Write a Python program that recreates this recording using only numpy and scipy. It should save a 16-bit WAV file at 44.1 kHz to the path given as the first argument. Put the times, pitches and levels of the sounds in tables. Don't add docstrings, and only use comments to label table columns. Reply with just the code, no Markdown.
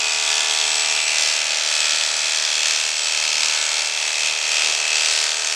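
import sys
import numpy as np
from scipy import signal
from scipy.fft import rfft, irfft
from scipy.io import wavfile
from scipy.ndimage import uniform_filter1d, map_coordinates

SR = 44100
rng = np.random.default_rng(int(sys.argv[2]) if len(sys.argv) > 2 else 0)


def pcm_store(signal):
    levels = np.round(np.clip(np.atleast_2d(signal), -1, 1) * 32767)
    wavfile.write(sys.argv[1], SR, levels.astype(np.int16).T)


N = 244742
TIME = np.arange(N) / SR
BLADE_HZ = 38.758


def amp(db):
    return 10 ** (np.asarray(db) / 20)


def unit(x):
    return x / np.sqrt(np.mean(x ** 2) + 1e-20)


def curve(rows):
    return np.interp(TIME, *np.transpose(rows))


def at_pitch(points, hz):
    pitches, values = np.transpose(points)
    return np.interp(np.log(hz + 1), np.log(pitches + 1), values)


def colour(x, points):
    size = 4096
    log_gain = np.log(amp(at_pitch(points, abs(np.fft.fftfreq(size, 1 / SR)))))
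    taps = np.fft.ifft(np.exp(np.conj(signal.hilbert(log_gain)))).real
    return signal.oaconvolve(x, taps[:size // 2])[:N]


def waver(rate_hz):
    hz = np.fft.rfftfreq(N, 1 / SR)
    return unit(irfft(rfft(rng.standard_normal(N)) * np.exp(-(hz / rate_hz) ** 2), N))


def blade_cycles(cold_slowdown_hz=0.196, warm_up_s=2.5):
    return np.cumsum(BLADE_HZ - cold_slowdown_hz * np.exp(-TIME / warm_up_s)) / SR


def blade_force(place, slide, knock_decay, ring, ring_decay, rise=0.0051):
    knocks = [(0.058, 0.67), (.10, 0.47), (0.149, 0.93), (0.197, 1.96), (0.226, 0.63), (0.546, 0.66),
              (0.586, 0.61), (0.655, 1.07), (0.696, 1.77), (0.729, 0.93)]
    power = slide ** 2
    for at, size in knocks:
        since = (place - at + .25) % 1 - .25
        after = np.maximum(since, 0)
        onset = np.exp(-(np.minimum(since, 0) / rise) ** 2)
        fade = np.exp(-after / knock_decay) + ring * np.exp(-after / ring_decay)
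        power = power + size ** 2 * onset * fade
    return np.sqrt(power)


def teeth_rattle(cycles, level_db=-23.0, drift=0.5, jitter_s=1.4e-5):
    # pitch_hz, level_db
    tone = [(1200, -7.5), (1700, -7.5), (2100, -5), (2350, 0.5), (2600, 4), (2900, -3.5), (3300, -0.5),
            (3750, -4), (4400, -0.5), (5000, -1.5), (5900, 0.5), (6500, -6.5), (7700, -3.5), (10000, -24.5),
            (15000, -55)]
    gear_multiples = [45, 53, 67, 69, 111]
    gear_boost_db = [6.2, 1.6, 1.2, 2.4, 5.3]
    count, size = 48, 8192
    multiple = np.arange(size // 2 + 1)
    hz = multiple * BLADE_HZ
    wander = unit(uniform_filter1d(rng.standard_normal((count, size)), size=6, axis=0))
    wander_db = 3.0 * unit(uniform_filter1d(rng.standard_normal((count, len(hz))), size=5, axis=0))
    force = blade_force(np.arange(size) / size, slide=0.29, knock_decay=0.0044,
                        ring=0.36, ring_decay=0.078)
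    overtones = rfft((rng.standard_normal(size) + drift * wander) * force)
    ringing = at_pitch([(3400, 1), (4100, 0)], hz)
    steady = overtones / abs(overtones) * amp(wander_db)
    overtones = ringing * steady + (1 - ringing) * overtones / overtones.std()
    spread = at_pitch([(1500, 0.38), (2600, 0.6), (3800, 0.02)], hz)
    overtones = overtones * np.exp(1j * spread * rng.standard_normal(len(hz)))
    db = at_pitch(tone, hz) - 5.0 * (multiple % 2 == 0)
    db[gear_multiples] += gear_boost_db
    patterns = irfft(overtones * amp(db) * (multiple >= 33))
    place = (cycles + jitter_s * BLADE_HZ * waver(57)) % 1
    grip = np.linspace(0, count - 1, N)
    chatter = map_coordinates(patterns, [grip, place * size], order=1, mode="nearest")
    return amp(level_db) * unit(chatter)


def cutting_hiss(cycles, level_db=-25.0, uneven_db=3.0, snaps_per_s=6000, snap_db=-12.0):
    # pitch_hz, level_db
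    tone = [(150, -39), (330, -24.5), (550, -16), (1000, -11), (1700, -9), (2500, -4.5), (3800, -2),
            (5700, 1), (7800, -4.5), (9100, -10.5), (10500, -20.5), (12500, -30.5), (15300, -44.5)]
    # pitch_hz, width_hz, level_db
    notes = [(2700, 370, -10), (4490, 120, -7.5)]
    force = blade_force(cycles % 1, slide=0.18, knock_decay=0.0091, ring=0.64, ring_decay=0.067)
    force = force * amp(uneven_db * np.tanh(waver(170)))
    snaps = (rng.random(N) < snaps_per_s / SR) * rng.choice([-1, 1], N)
    hiss = colour(force * (rng.standard_normal(N) + amp(snap_db) * unit(snaps)), tone)
    pings = sum(amp(db) * signal.lfilter(*signal.iirpeak(hz, hz / width, SR), hiss)
                for hz, width, db in notes)
    return amp(level_db) * unit(hiss + pings)


def ring_levels(bite_db, grip_db=0.8):
    # time_s, level_db
    low_swell = [(0.0, 6), (0.23, -1.0), (0.8, 0.5), (1.02, 5), (1.21, -1.5), (1.52, 1), (2.2, -2),
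                 (2.8, -1), (3.0, -2), (3.14, 0.7), (3.86, -1.3), (4.89, 2.3), (5.23, -4.5), (5.54, 0)]
    # time_s, level_db
    middle_swell = [(0.0, 0), (0.52, 2.5), (1.38, -2), (2.45, 2.5), (2.7, 0), (4.6, -2), (4.95, -1.5),
                    (5.54, -1.5)]
    low_db = 0.4 + curve(low_swell)
    middle_db = 1.2 + curve(middle_swell)
    high_db = -0.3 + 0.12 * bite_db
    fizz_db = -1.06 - 0.26 * curve(low_swell)
    return [db + grip_db * waver(3.5) for db in (low_db, middle_db, high_db, fizz_db)]


def blade_rings(x, levels_db):
    # pitch_hz, width_hz
    rings = [(2600, 600), (3370, 510), (5000, 1500)]
    # pitch_hz, share (0-1)
    fizz = [(6300, 0.52), (8200, 0.87)]
    hz, spectrum = np.fft.rfftfreq(N, 1 / SR), rfft(x)
    bands = [np.exp(-(2 * (hz - pitch) / width) ** 2) for pitch, width in rings]
    bands.append(at_pitch(fizz, hz))
    return x + sum(irfft(spectrum * band, N) * (amp(db) - 1) for band, db in zip(bands, levels_db))


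def stable_echo(x, low_fade_s=0.47, treble_fade_s=0.14, echoes_per_s=2000):
    t = np.arange(SR // 2) / SR
    echoes = rng.standard_normal(len(t)) * (rng.random(len(t)) < echoes_per_s / SR) * (t > .004)
    low = signal.sosfiltfilt(signal.butter(2, 2200, fs=SR, output="sos"), echoes)
    tail = low * amp(-60 * t / low_fade_s) + (echoes - low) * amp(-60 * t / treble_fade_s)
    return irfft(rfft(x) * rfft(tail / np.linalg.norm(tail), N), N)


def casing_buzz(cycles, gain_db=-1.0, waver_db=1.14, mid_move_s=1.04, move_length_s=0.24):
    # multiple of the blade rate, at_shoulder_db, at_flank_db
    overtones = [(7, -60.5, -67), (8, -67, -73.5), (9, -58.5, -63), (10, -64.5, -60), (11, -57.5, -61),
                 (12, -66, -61.5), (13, -57, -57.5), (14, -54, -54.5), (15, -60, -48.5), (16, -54, -52),
                 (17, -43.5, -45), (18, -56, -53), (19, -44, -48.5), (20, -49, -58.5), (21, -46, -48.5),
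                 (22, -46, -48), (23, -44, -48.5), (24, -48, -49), (25, -43.5, -54), (26, -59, -59),
                 (27, -56, -55), (28, -53, -54), (29, -51, -61), (30, -45.5, -51.5), (31, -52, -53),
                 (32, -52.5, -53)]
    moved = np.clip((TIME - mid_move_s) / move_length_s + .5, 0, 1)
    buzz = np.zeros(N)
    for multiple, shoulder_db, flank_db in overtones:
        db = shoulder_db + moved * (flank_db - shoulder_db) + waver_db * waver(0.65)
        buzz += amp(db) * np.sin(2 * np.pi * (multiple * cycles + rng.random()))
    return amp(gain_db) * np.sqrt(2) * buzz


def motor(cycles, turns_per_cycle=11.174, whistle_multiple=18, hum_boost_db=2.0):
    # time_s, level_db
    hum_levels = [(0.0, -50), (0.78, -49.5), (1.37, -59), (4.4, -54.5), (5.22, -50.5), (5.54, -53)]
    # time_s, level_db
    whistle_levels = [(0.0, -40), (0.85, -33), (1.37, -42), (1.6, -52), (1.81, -36), (1.92, -45),
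                      (2.23, -38), (2.41, -56), (3.0, -33.5), (3.49, -46), (4.37, -45), (5.09, -34.5),
                      (5.45, -41)]
    angle = 2 * np.pi * turns_per_cycle * cycles
    hum = amp(curve(hum_levels) + hum_boost_db) * np.sin(angle)
    fading_db = 4.3 * waver(5.0)
    flutter = 0.17 * waver(30)
    whistle = amp(curve(whistle_levels) + fading_db) * np.sin(whistle_multiple * angle + flutter)
    return np.sqrt(2) * (hum + whistle)


def stable_air(start_db=-58, db_per_s=-1.13):
    # pitch_hz, level_db
    tone = [(15, -18), (40, -18), (75, -3), (115, -1), (200, -1.5), (400, -1.5), (2000, -26)]
    return amp(start_db + db_per_s * TIME) * unit(colour(rng.standard_normal(N), tone))


def low_drone(pitch_hz=61.0, waver_db=1.0):
    # time_s, level_db
    levels = [(0.0, -88), (1.8, -69), (3.6, -76), (5.55, -73)]
    db = curve(levels) + waver_db * waver(3)
    return amp(db) * np.sqrt(2) * np.sin(2 * np.pi * pitch_hz * TIME + .6 * waver(4))


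def shuffling_feet():
    # middle_s, length_s, pitch_hz, level_db
    steps = [(.85, .25, 110, -67), (1.495, 0.12, 130, -61), (1.928, .07, 270, -55), (3.386, 0.13, 284, -54),
             (4.257, 0.14, 138, -58), (4.70, 0.085, 248, -53), (4.70, .22, 706, -42), (4.71, .16, 100, -60)]
    feet = np.zeros(N)
    for middle_s, length_s, hz, db in steps:
        band = signal.butter(2, [hz * .6, hz * 1.5], "band", fs=SR, output="sos")
        swell = np.exp(-(2 * (TIME - middle_s) / length_s) ** 2)
        feet += amp(db) * swell * unit(signal.sosfilt(band, rng.standard_normal(N)))
    return feet


def scene(hiss_echo_db=-6.5, rattle_echo_db=-18.5):
    # time_s, level_db
    bite = [(0.0, 0.3), (0.16, -0.6), (0.31, 2), (0.9, 1.35), (1.06, -0.2), (1.19, 2.5), (1.44, 0.6),
            (1.58, 1.43), (2.59, -0.05), (2.7, 1.5), (2.91, -2), (3.14, 0.2), (3.8, 1.2), (3.91, -2),
            (4.09, 0.2), (4.12, -1.5), (4.29, 0.7), (4.35, -1.4), (4.61, 3), (4.78, 0.5), (4.94, 2.3),
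            (5.54, -0.5)]
    cycles, bite_db = blade_cycles(), curve(bite)
    lean_db = (0.05 + 0.216 * TIME) * np.cos(2 * np.pi * (cycles - 0.67))
    pressure = amp(bite_db + lean_db)
    rings_db = ring_levels(bite_db)
    rattle = blade_rings(teeth_rattle(cycles), rings_db) * pressure
    hiss = blade_rings(cutting_hiss(cycles), rings_db) * pressure
    echo = stable_echo(amp(hiss_echo_db) * hiss + amp(rattle_echo_db) * rattle)
    body = casing_buzz(cycles) * amp(0.84 * bite_db) + motor(cycles)
    background = stable_air() + low_drone()
    return (rattle + hiss + echo + body + background + shuffling_feet())[None]


def record(dry, cutoff_hz=15500):
    low_pass = signal.firwin(255, cutoff_hz, window=("kaiser", 8), fs=SR)
    return signal.oaconvolve(dry, low_pass[None], "same")


dry = scene()
out = record(dry)
pcm_store(out)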